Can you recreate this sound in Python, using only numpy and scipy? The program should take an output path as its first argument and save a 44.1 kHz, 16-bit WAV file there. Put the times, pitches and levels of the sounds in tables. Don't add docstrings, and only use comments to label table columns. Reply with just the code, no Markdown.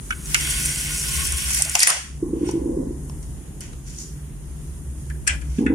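import sys
import numpy as np
from scipy import signal
from scipy.fft import rfft, irfft
from scipy.io import wavfile
from scipy.ndimage import uniform_filter1d

SR = 44100
rng = np.random.default_rng(int(sys.argv[2]) if len(sys.argv) > 2 else 0)


def bounce(signal):
    frames = np.transpose(np.atleast_2d(signal))
    limited = np.clip(frames, -1, 1)
    pcm = np.round(limited * 32767).astype(np.int16)
    wavfile.write(sys.argv[1], SR, pcm)


def ratio_of_db(decibels):
    return 10 ** (np.asarray(decibels, float) / 20)


N = 253420


def rms_one(x):
    return x / np.sqrt(np.mean(x ** 2) + 1e-20)


def peak_one(x):
    return x / np.abs(x.mean(axis=0)).max()


def in_time(rows, outside_db=-120):
    s, *columns = np.transpose(rows)
    return np.array([np.interp(np.arange(N) / SR, s, c, outside_db, outside_db) for c in columns])


def swell(peak, rise, fall):
    late = np.arange(N) / SR - peak
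    return ratio_of_db(-20 * np.maximum(late / fall, -late / rise))


def drift(rate):
    r = np.exp(-80 * np.pi * rate / SR)
    slow = signal.lfilter([1], [1, -2 * r, r * r], rng.standard_normal(N // 40 + 2002))[2000:]
    return np.interp(np.arange(N) / 40, np.arange(len(slow)), rms_one(slow))


def resonance(x, hz, width):
    r = np.exp(-np.pi * width / SR)
    zeros = np.array([1, 0, -1]) * (1 - r * r) / 2
    return signal.lfilter(zeros, [1, -2 * r * np.cos(2 * np.pi * hz / SR), r * r], x)


def twice(x, hz, width):
    return resonance(resonance(x, hz, width), hz, 3 * width)


def colour(x, spectrum):
    hz, db = np.transpose(spectrum)
    grid = np.maximum(np.fft.rfftfreq(4096, 1 / SR), 1)
    cepstrum = irfft(np.log(ratio_of_db(np.interp(np.log(grid), np.log(hz), db))))
    cepstrum[1:2048] *= 2
    cepstrum[2049:] = 0
    response = irfft(np.exp(rfft(cepstrum)))
    return signal.oaconvolve(x, response[None], axes=-1)[:, :N]


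def dying_noise(t60, seconds, onset=0.00027):
    t = np.arange(int(seconds * SR)) / SR
    noise = rng.standard_normal((2, int(SR / 2)))[:, :len(t)]
    return noise * ratio_of_db(-60 * t / t60) * (1 - np.exp(-t / onset))


def add(out, sound, s):
    i = round(s * SR)
    out[:, i:i + sound.shape[1]] += sound[:, :N - i]


def room(x, t60, cut_hz):
    tail = signal.lfilter(*signal.butter(1, cut_hz, fs=SR), dying_noise(t60, .5, onset=0.00053))
    return signal.oaconvolve(x, tail / np.sqrt(np.sum(tail ** 2) / 2), axes=-1)[:, :N]


def grains(per_s, spread_db, clump_db, t60):
    energy = ratio_of_db(2 * spread_db * np.minimum(rng.exponential(1, N), 5)) * (rng.random(N) < per_s / SR)
    fall = ratio_of_db(-120 / (t60 * SR))
    clumps = ratio_of_db(clump_db * (.5 * drift(10) + drift(45)))
    return clumps * np.sqrt(signal.lfilter([1], [1, -fall], energy + 1e-9)) * rng.standard_normal((2, N))


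def patchy(x, low_hz, high_hz, patchy_db, rate):
    edges = np.geomspace(low_hz, high_hz, num=8)
    bands = [signal.sosfilt(signal.butter(2, e, "band", fs=SR, output="sos"), x) for e in zip(edges, edges[1:])]
    return sum((-1) ** k * ratio_of_db(patchy_db * drift(rate)) * band for k, band in enumerate(bands))


# t/s, level/dB
HISS_LEVEL = [(0, -45), (.3, -37.5), (1.9, -40.5), (2.12, -53.5), (2.3, -50.5), (4.7, -48.5), (5.45, -50),
              (5.75, -54.5)]
# f/Hz, level/dB per Hz
HISS_COLOUR = [(600, -30), (1000, -9), (2200, -12), (3000, -11), (4200, -18), (5500, -12.5), (6650, -5),
               (7550, -9), (9550, -2), (10700, -5), (11600, -17), (12800, -12), (14200, -17)]
# f/Hz, width/Hz, level/dB
WHISTLES = [(6500, 40, -4), (6790, 30, 0), (8800, 40, -2), (9090, 30, 0), (9350, 60, 0), (10300, 40, -3),
            (10800, 40, -3), (12700, 60, -8)]


def hiss():
    white = rng.standard_normal((2, N))
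    whistles = sum(ratio_of_db(db + 3.5 * drift(1.5)) * rms_one(resonance(white, hz, width))
                   for hz, width, db in WHISTLES)
    body = patchy(colour(white, HISS_COLOUR), 500, 16000, patchy_db=1.5, rate=2)
    return ratio_of_db(in_time(HISS_LEVEL)[0]) * (rms_one(body) + ratio_of_db(-17) * whistles)


# t/s,
# level/dB
MOTOR = [(0.0, -73), (0.13, -33), (0.69, -38), (0.74, -52), (1.2, -27.5), (1.71, -36.5), (1.9, -56),
         (2.05, -38), (3.39, -35.5), (3.57, -53), (3.62, -40), (3.98, -41.5), (4.05, -68), (4.11, -40.5),
         (5.49, -27), (5.75, -32.5)]
# t/s, level/dB
TRAFFIC = [(0.0, -40.5), (0.05, -41), (0.69, -36), (0.74, -38.5), (1.17, -37.5), (1.7, -42.5), (1.84, -57),
           (2.21, -40), (3.15, -37.5), (3.22, -39), (3.44, -39), (3.66, -39.5), (3.71, -36.5), (3.78, -42),
           (5.54, -39.5), (5.75, -46)]
# f/Hz, width/Hz, level/dB
LOW_MODES = [(44.5, 8, -6), (45, 23.3, 19), (86, 8.1, -29)]
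UPPER_MODES = [(133, 13, 1), (147, 4.4, 8), (183, 24, -16.5)]
# f/Hz, level/dB per Hz
RUMBLE = [(100, -22.5), (170, 2.5), (198, -0.5), (380, -7), (487, -18), (598, -21.5), (992, -27.5),
          (1180, -35.5), (2000, -36.5), (2600, -69), (4400, -120)]


def street():
    drone_db = in_time(MOTOR, outside_db=None)[0]
    upper_db = in_time(TRAFFIC, outside_db=None)[0]
    low_db = upper_db + 2.5
    rumble_db = -45 + upper_db - upper_db.mean()
    mid, side = rng.standard_normal((2, 4, N + SR))
    low, drone, upper, rumble = mid[:, None] + 0.2 * side[:, None] * [[1], [-1]]
    low = sum(ratio_of_db(db) * twice(low, hz, width) for hz, width, db in LOW_MODES)[:, SR:]
    drone = twice(drone, 66.46, 3.55)[:, SR:]
    drone = drone / np.sqrt(uniform_filter1d(np.mean(drone ** 2, axis=0), size=SR // 5))
    upper = sum(ratio_of_db(db) * twice(upper, hz, width) for hz, width, db in UPPER_MODES)[:, SR:]
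    diffuse = 1.17 * np.gradient(rng.standard_normal((2, N)), axis=1) * 9
    rumble = colour(rumble[:, SR:] + diffuse, RUMBLE)
    return (ratio_of_db(low_db) * rms_one(low) + ratio_of_db(drone_db) * drone
            + ratio_of_db(upper_db) * rms_one(upper) + ratio_of_db(rumble_db) * rms_one(rumble))


# peak t/s, peak level/dB, f/Hz
THUDS = [(2.231, -15, 330), (2.265, -23.5, 327), (2.293, -22, 250), (2.309, -29, 295), (2.336, -16, 338.6),
         (2.361, -21, 317), (2.372, -19.5, 323), (2.415, -19.5, 313), (2.435, -14.5, 310),
         (2.456, -30, 275), (2.475, -21.5, 357), (2.495, -21, 367), (2.542, -15.5, 330), (2.557, -18, 325),
         (2.578, -19, 320), (2.621, -20.5, 276), (2.662, -17, 308), (2.68, -22, 275), (2.696, -19.5, 320),
         (2.708, -25, 279), (2.724, -20, 241.6), (2.772, -17, 360), (2.791, -19, 290), (2.806, -18.5, 276),
         (2.835, -28.5, 235), (2.847, -31, 270), (2.873, -21.5, 240), (2.909, -25, 313), (5.591, -10, 225),
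         (5.613, -14.5, 260), (5.626, -15, 290), (5.64, -20, 267), (5.651, -19, 272), (5.666, -13.5, 267),
         (5.679, -24, 235), (5.705, -11, 274), (5.715, -17.5, 266), (5.727, -15, 300), (5.74, -14, 317)]


def thuds():
    out = np.zeros((1, N))
    t = np.arange(int(.05 * SR)) / SR
    peak_s, swell_s = .015, 0.0036
    shape = np.exp(-.5 * ((t - peak_s) / swell_s) ** 2)
    for (s, db, hz), (low, mid) in zip(THUDS, rng.random((len(THUDS), 2))):
        partials = np.cos(2 * np.pi * hz * (t - t[len(t) * 3 // 10]))
        partials = partials + 0.38 * np.sin(2 * np.pi * (170 + 40 * low) * t)
        partials = partials + 0.25 * np.sin(2 * np.pi * (400 + 80 * mid) * t)
        add(out, ratio_of_db(db) * (shape * partials)[None], s - peak_s)
    buzz = 0.37 * out * np.abs(out) / np.abs(out).max()
    boom = room(out + buzz, 0.8, cut_hz=1540)
    both = out + ratio_of_db(-11.5) * (boom.mean(axis=0) + 0.033 * (boom[0] - boom[1]) * [[1], [-1]])
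    both = both + ratio_of_db(3.0) * twice(twice(boom, 870, 400), 940, 640)
    brightness = ratio_of_db(13.5) * swell(2.72, 0.6, 0.45)
    both = both + brightness * twice(twice(boom, 603, 150), 600, 190)
    return np.array([np.roll(both[0], shift=7), both[1]]) * ratio_of_db([[-.6], [.6]])


# f/Hz, width/Hz, level/dB
FRAME_MODES = [(1470, 130, -2), (1670, 110, 1.5), (2010, 130, -6), (2340, 150, -3), (3030, 200, -10.5),
               (4700, 300, -17)]
SILL_MODES = [(1495, 90, -2), (1725, 140, 1), (1975, 100, -4), (2550, 130, -7), (3440, 160, -16)]
PACK_MODES = [(1460, 150, 0), (2230, 130, -6), (2560, 90, -11), (2940, 90, -12), (3340, 90, -16)]
LATCH_MODES = [(5550, 350, -7), (6200, 350, -8), (7160, 380, -2), (8570, 330, 2)]
# t/s, body peak level/dB, broad part level/dB, latch level/dB, t60/s
FRAME_KNOCKS = [
    (5.098, -35.5, -18, -36, 0.023),
    (5.265, -24, -11, -27, 0.051),
    (5.2715, -11, -2, -4, 0.074),
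    (5.289, -17.5, 4, -31, 0.11),
    (5.303, -41, 9, -29, 0.044),
    (5.411, -38.5, -8, -38, 0.062),
    (5.584, -33.5, 2, -50, 0.012),
]
SILL_KNOCKS = [
    (5.661, -16, -22, -34, 0.038),
]
PACK_KNOCKS = [
    (0.104, -12, -33, -24.5, 0.03),
    (0.12, -23, -9, -42, 0.043),
    (0.345, -10, 2.5, -39, 0.057),
]


def knocks(rows, modes, lag):
    broad_colour = [(1250, -40), (1450, 0), (3100, -3), (3900, -22), (10000, -28), (13000, -80)]
    latch_colour = [(3000, -21.5), (5000, -4.5), (9000, -1.5), (10500, -20), (13500, -24), (14500, -46)]
    out = np.zeros((2, N))
    t = np.arange(int(.2 * SR)) / SR
    for s, body_db, broad_db, latch_db, t60 in rows:
        rise_s = 0.00069 + 0.057 * t60
        contact = dying_noise(t60, .2) * np.minimum(t / rise_s, 1) ** 2
        contact = contact + 0.24 * contact[::-1]
        ringing = sum(ratio_of_db(db) * rms_one(twice(contact, hz, width)) for hz, width, db in modes)
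        broad = colour(contact, broad_colour)[:, :len(t)]
        body = peak_one(ringing) + ratio_of_db(broad_db) * peak_one(broad)
        quick = contact * ratio_of_db(-700 * t)
        latch = sum(ratio_of_db(db) * rms_one(twice(quick, hz, width)) for hz, width, db in LATCH_MODES)
        latch = latch + ratio_of_db(5.0) * rms_one(colour(quick, latch_colour)[:, :len(t)])
        add(out, ratio_of_db(body_db) * peak_one(body) + ratio_of_db(latch_db) * peak_one(latch), s)
    return np.array([out[0], np.roll(out[1], shift=lag)])


# start t/s, end t/s, f/Hz,
# width/Hz, level/dB
SQUEAKS = [(1.18, 1.26, 1080, 40, -40), (1.32, 1.4, 1075, 45, -45), (1.08, 1.17, 1060, 50, -49),
           (5.272, 5.37, 650, 450, -46), (0.5, 0.62, 1075, 60, -54), (1.803, 1.826, 9500, 120, -21),
           (1.874, 1.904, 9480, 60, -17), (1.831, 1.855, 5150, 120, -27), (1.872, 1.905, 10700, 300, -31),
           (1.751, 1.775, 800, 180, -28), (1.88, 1.92, 1080, 150, -32), (1.872, 1.9, 750, 350, -36),
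           (1.91, 1.93, 1500, 400, -32), (1.595, 1.625, 720, 200, -40), (1.655, 1.69, 650, 200, -42),
           (1.89, 2.0, 650, 300, -39), (5.1, 5.122, 1690, 150, -41), (5.15, 5.165, 1650, 200, -55),
           (3.982, 4.032, 6850, 120, -42), (4.03, 4.09, 6850, 120, -48), (3.982, 3.996, 5900, 150, -43),
           (4.0, 4.045, 6050, 250, -47), (2.465, 2.5, 5700, 300, -45), (2.508, 2.524, 5850, 200, -41),
           (2.505, 2.535, 8600, 1500, -50)]


def squeaks():
    out = np.zeros((2, N))
    for start, end, hz, width, db in SQUEAKS:
        mid, side = twice(rng.standard_normal((2, SR // 2)), hz, width)
        steady = mid / (np.abs(signal.hilbert(mid)) + .5 * mid.std())
        tone = steady + .4 * rms_one(side) * [[1], [-1]]
        phase = np.linspace(0, 1, int((end - start) * SR))
        envelope = np.sqrt(np.minimum(1, np.minimum(12 * phase, 3 * (1 - phase))))
        settled = rms_one(tone)[:, SR // 4:][:, :len(phase)]
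        add(out, ratio_of_db(db) * settled * envelope, start)
    return out


# t/s, body peak level/dB, body f/Hz, edge f/Hz, edge level/dB
CLACKS = [(0.105, -34, 2210, 5940, -31), (0.257, -41, 2550, 6500, -31.5), (0.344, -4.5, 2590, 7230, -8),
          (0.408, -31, 1470, 8750, -20), (0.49, -25, 2070, 10000, -29), (0.656, -34, 2260, 8800, -15.5),
          (1.321, -25, 1500, 9700, -17), (1.505, -27, 1340, 7340, -23), (1.545, -20, 3160, 9100, -16),
          (1.6095, -24, 2650, 8500, -20), (1.6205, -37, 2320, 9040, -8.5), (1.6485, -27, 2960, 5760, -23),
          (1.649, -31, 2000, 9000, -21), (1.6945, -40, 3320, 9250, -18)]
CLATTER = [(1.7495, -17.5, 795, 5040, -26), (1.7515, -5.5, 2520, 6960, -9), (1.7905, -20, 1900, 7000, -18),
           (1.793, -14, 2080, 9400, -9.5), (1.8025, -28, 1700, 4950, -7.5), (1.805, -31, 1950, 7500, -20),
           (1.813, -16, 1900, 6100, -20), (1.8205, -8, 2440, 7500, -28), (1.8295, -11, 2000, 9050, -7),
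           (1.8305, -8.5, 1890, 5240, -7.5), (1.835, -14, 1950, 5600, -16), (1.8685, -18, 2400, 7000, -22),
           (1.8715, -4, 2000, 9400, -7.5), (1.8735, -25, 3040, 7100, -33), (1.8995, -14.5, 1140, 7340, -19),
           (1.9015, -22, 1890, 5100, -12), (1.909, -19, 1490, 9500, -32)]
TICKS = [
    (2.489, -25, 880, 5450, -39),
    (2.511, -43, 1120, 9000, -31.5),
    (3.096, -32.5, 900, 5500, -42),
    (3.226, -59, 962.5, 8300, -42),
    (3.606, -35, 2960, 9500, -31),
    (3.732, -35.5, 1030, 8900, -49),
    (3.985, -58, 776, 6700, -32),
]
# t/s, peak level/dB, edge f/Hz
RATCHET = [
    (0.7585, -10, 8500),
    (0.8109, -11, 8300),
    (1.0538, -23, 9720),
    (1.2514, -8, 9800),
    (1.2715, -10, 8650),
    (1.42, -16, 8770),
    (1.4704, -19, 8520),
    (1.5744, -7, 8580),
]
# f/Hz, level/dB
PORT = [(300, -3.5), (700, 4.5), (1300, -2), (3000, -7), (3900, -6), (5200, 0), (10500, -2), (12000, -7),
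        (15500, -27)]


def clacks():
    out = np.zeros((2, N))
    small = [(s, db - 13, 2200, hz, db - 10.5) for s, db, hz in RATCHET]
    # contacts, t60 (s), width of the body bump (Hz)
    kinds = [(CLACKS, 0.018, 400), (CLATTER, 0.016, 520), (TICKS, 0.016, 280), (small, 0.012, 900)]
    contacts = [(*row, t60, width) for rows, t60, width in kinds for row in rows]
    for s, body_db, body_hz, edge_hz, edge_db, t60, width in contacts:
        crackle = dying_noise(np.clip(t60, .008, .3), .1, onset=0.0015)
        near = crackle + 0.5 * crackle[::-1]
        near = np.array([np.roll(near[0], shift=12), near[1]])
        body = twice(near, body_hz, width) + 0.42 * twice(near, 2420, 1430)
        alike = crackle[0] + crackle[1] + 0.6 * (crackle[0] - crackle[1]) * [[1], [-1]]
        edge = twice(alike, edge_hz, 1370) + 0.63 * twice(alike, 8100, 5400) + 0.34 * twice(alike, 12600, 3800)
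        add(out, ratio_of_db(body_db) * peak_one(body) + ratio_of_db(edge_db + 7.5) * peak_one(edge), s)
    return colour(out, PORT)


# t/s, level/dB
PULL = [(0.2, -49), (0.304, -33), (0.376, -28), (0.416, -25.5), (0.5, -24), (0.634, -26), (0.658, -21.5),
        (0.684, -27), (0.916, -28.5), (1.228, -24.5), (1.268, -24.5), (1.312, -28.5), (1.434, -28.5),
        (1.59, -23), (1.612, -29), (1.64, -32), (1.74, -29), (1.78, -29)]
# peak t/s, swell/s, fade/s, slat rustle level/dB, brushing level/dB
STIR = [
    (1.831, 0.075, 0.0088, -26.5, -17.5),
    (1.878, 0.018, 0.11, -27.5, -22),
    (2.496, 0.12, 0.017, -45, -43),
    (3.231, 0.011, 0.012, -54.5, -43.5),
    (3.612, 0.0015, 0.06, -43, -38),
    (3.879, 0.04, 0.26, -56, -44.5),
    (4.0, 0.072, 0.068, -76, -36.5),
    (5.593, 0.29, 0.06, -54.5, -48.5),
]
# f/Hz, width/Hz, level/dB
SLAT_MODES = [(1097, 30, 0), (1414, 91, -2), (2000, 23, -4), (2273, 190, -13), (2640, 40, -12),
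              (2960, 60, -2.5), (3276, 45, 6), (5870, 77, -21), (8750, 144, 11), (10000, 59, -10)]
# f/Hz, level/dB per Hz
RUSTLE = [(450, -21.5), (700, -18.5), (1250, -34.5), (1450, -5.5), (1750, -9.5), (2100, -3.5), (3000, -6),
          (3400, -11), (3700, -11.5), (4200, -15), (4600, 0), (6000, -59.5)]
CORD = [(2240, -75), (3800, -15), (4920, -12), (5320, -4.5), (5880, -3), (6460, -5), (8470, -2), (9190, -3),
        (10100, 0.5), (12200, -12.5), (15500, -13)]
BRUSH = [(2060, -26), (3500, -17.5), (4910, -5.5), (5910, 3), (6420, -0.5), (6890, 3.5), (7450, -1.5),
         (9620, -4), (14500, -26)]


def blind():
    cord_db = in_time(PULL)[0]
    moving = np.arange(N) / SR - 0.27
    rustle_db = cord_db - 10 - 0.5 * moving + 300 * np.minimum(moving, 0)
    stir, brush = sum(ratio_of_db([[slat_db], [brush_db]]) * swell(*times) for *times, slat_db, brush_db in STIR)
    rubbing = grains(1500, spread_db=2.5, clump_db=2.2, t60=0.015)
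    rubbing = np.array([rubbing[0] + 0.34 * np.roll(rubbing[1], shift=6), 1.05 * rubbing[1]])
    ringing = sum(ratio_of_db(db + 5 * drift(8)) * resonance(rubbing, hz, width) for hz, width, db in SLAT_MODES)
    slats = patchy(colour(rubbing, RUSTLE), 500, 4600, patchy_db=1.2, rate=20)
    slats = rms_one(slats) + ratio_of_db(-1.0) * rms_one(ringing)
    fibres = grains(2500, spread_db=2, clump_db=1.5, t60=0.014)
    cord = patchy(colour(fibres, CORD), 3800, 15800, patchy_db=1.4, rate=25)
    brushing = brush * rms_one(colour(fibres, BRUSH))
    return (ratio_of_db(rustle_db) + stir) * slats + ratio_of_db(cord_db) * rms_one(cord) + brushing


def scene():
    rubbing, blows, rings = blind(), clacks(), squeaks()
    pack = knocks(PACK_KNOCKS, PACK_MODES, lag=-10)
    by_window = knocks(FRAME_KNOCKS, FRAME_MODES, lag=16) + knocks(SILL_KNOCKS, SILL_MODES, lag=16)
    by_window = by_window * ratio_of_db([[1.5], [-1.5]])
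    little_sent = ratio_of_db(-22) * (pack + rings)
    reverb = room(ratio_of_db(-2.5) * rubbing + ratio_of_db(-11.0) * blows + little_sent, 0.43, cut_hz=6200)
    near = rubbing + blows + rings + pack + reverb
    near = near + by_window + ratio_of_db(-7.0) * room(by_window, 0.23, cut_hz=4000)
    far = signal.sosfilt(signal.butter(4, 35, "high", fs=SR, output="sos"), thuds() + street())
    return near + far + hiss()


def band_limit(x):
    return signal.sosfilt(signal.butter(12, 15680, fs=SR, output="sos"), x)


# start t/s, end t/s, share of gaps 0-1
MERGED = [
    (0.12, 0.27, .0),
    (0.41, 1.46, .15),
    (1.64, 1.74, .08),
    (1.78, 1.9, .45),
]
# f/Hz, level/dB against the usual level of the band
AUDIBLE = [(1800, -14), (2600, -9), (3100, -9), (3800, -5.5), (4700, -7), (5500, -13), (10800, -13),
           (11500, -7), (13300, -8), (13900, 2), (15500, 8)]


def record(dry):
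    x = 1.094 * np.tanh(dry / 1.047)
    hz, t, (mid, side) = signal.stft(np.array([x[0] + x[1], x[0] - x[1]]) / 2, SR, nperseg=2048)
    chance = rng.random((len(hz) // 16 + 1, len(t))).repeat(16, axis=0)[:len(hz)]
    for start, end, gaps in MERGED:
        side = side * ~((hz[:, None] > 4600) & (t > start) & (t < end) & (chance > gaps))
    cells = np.array([mid, side])
    bands = np.add.reduceat(np.abs(cells) ** 2, np.arange(0, len(hz), 4), axis=1)
    bands = bands.repeat(4, axis=1)[:, :len(hz)] / 4
    usual = np.median(bands, axis=2, keepdims=True)
    limit = usual * ratio_of_db(np.interp(hz, *np.transpose(AUDIBLE), left=-60))[:, None] ** 2
    masked = ratio_of_db(-52) ** 2 * bands[0, hz > 1000].sum(axis=0) * (hz[:, None] > 11300)
    heard = cells * (bands > limit + masked)
    mid, side = signal.istft(heard, SR, nperseg=2048)[1][:, :N]
    return band_limit(np.array([mid + side, mid - side]))


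dry = scene()
out = record(dry)
bounce(out)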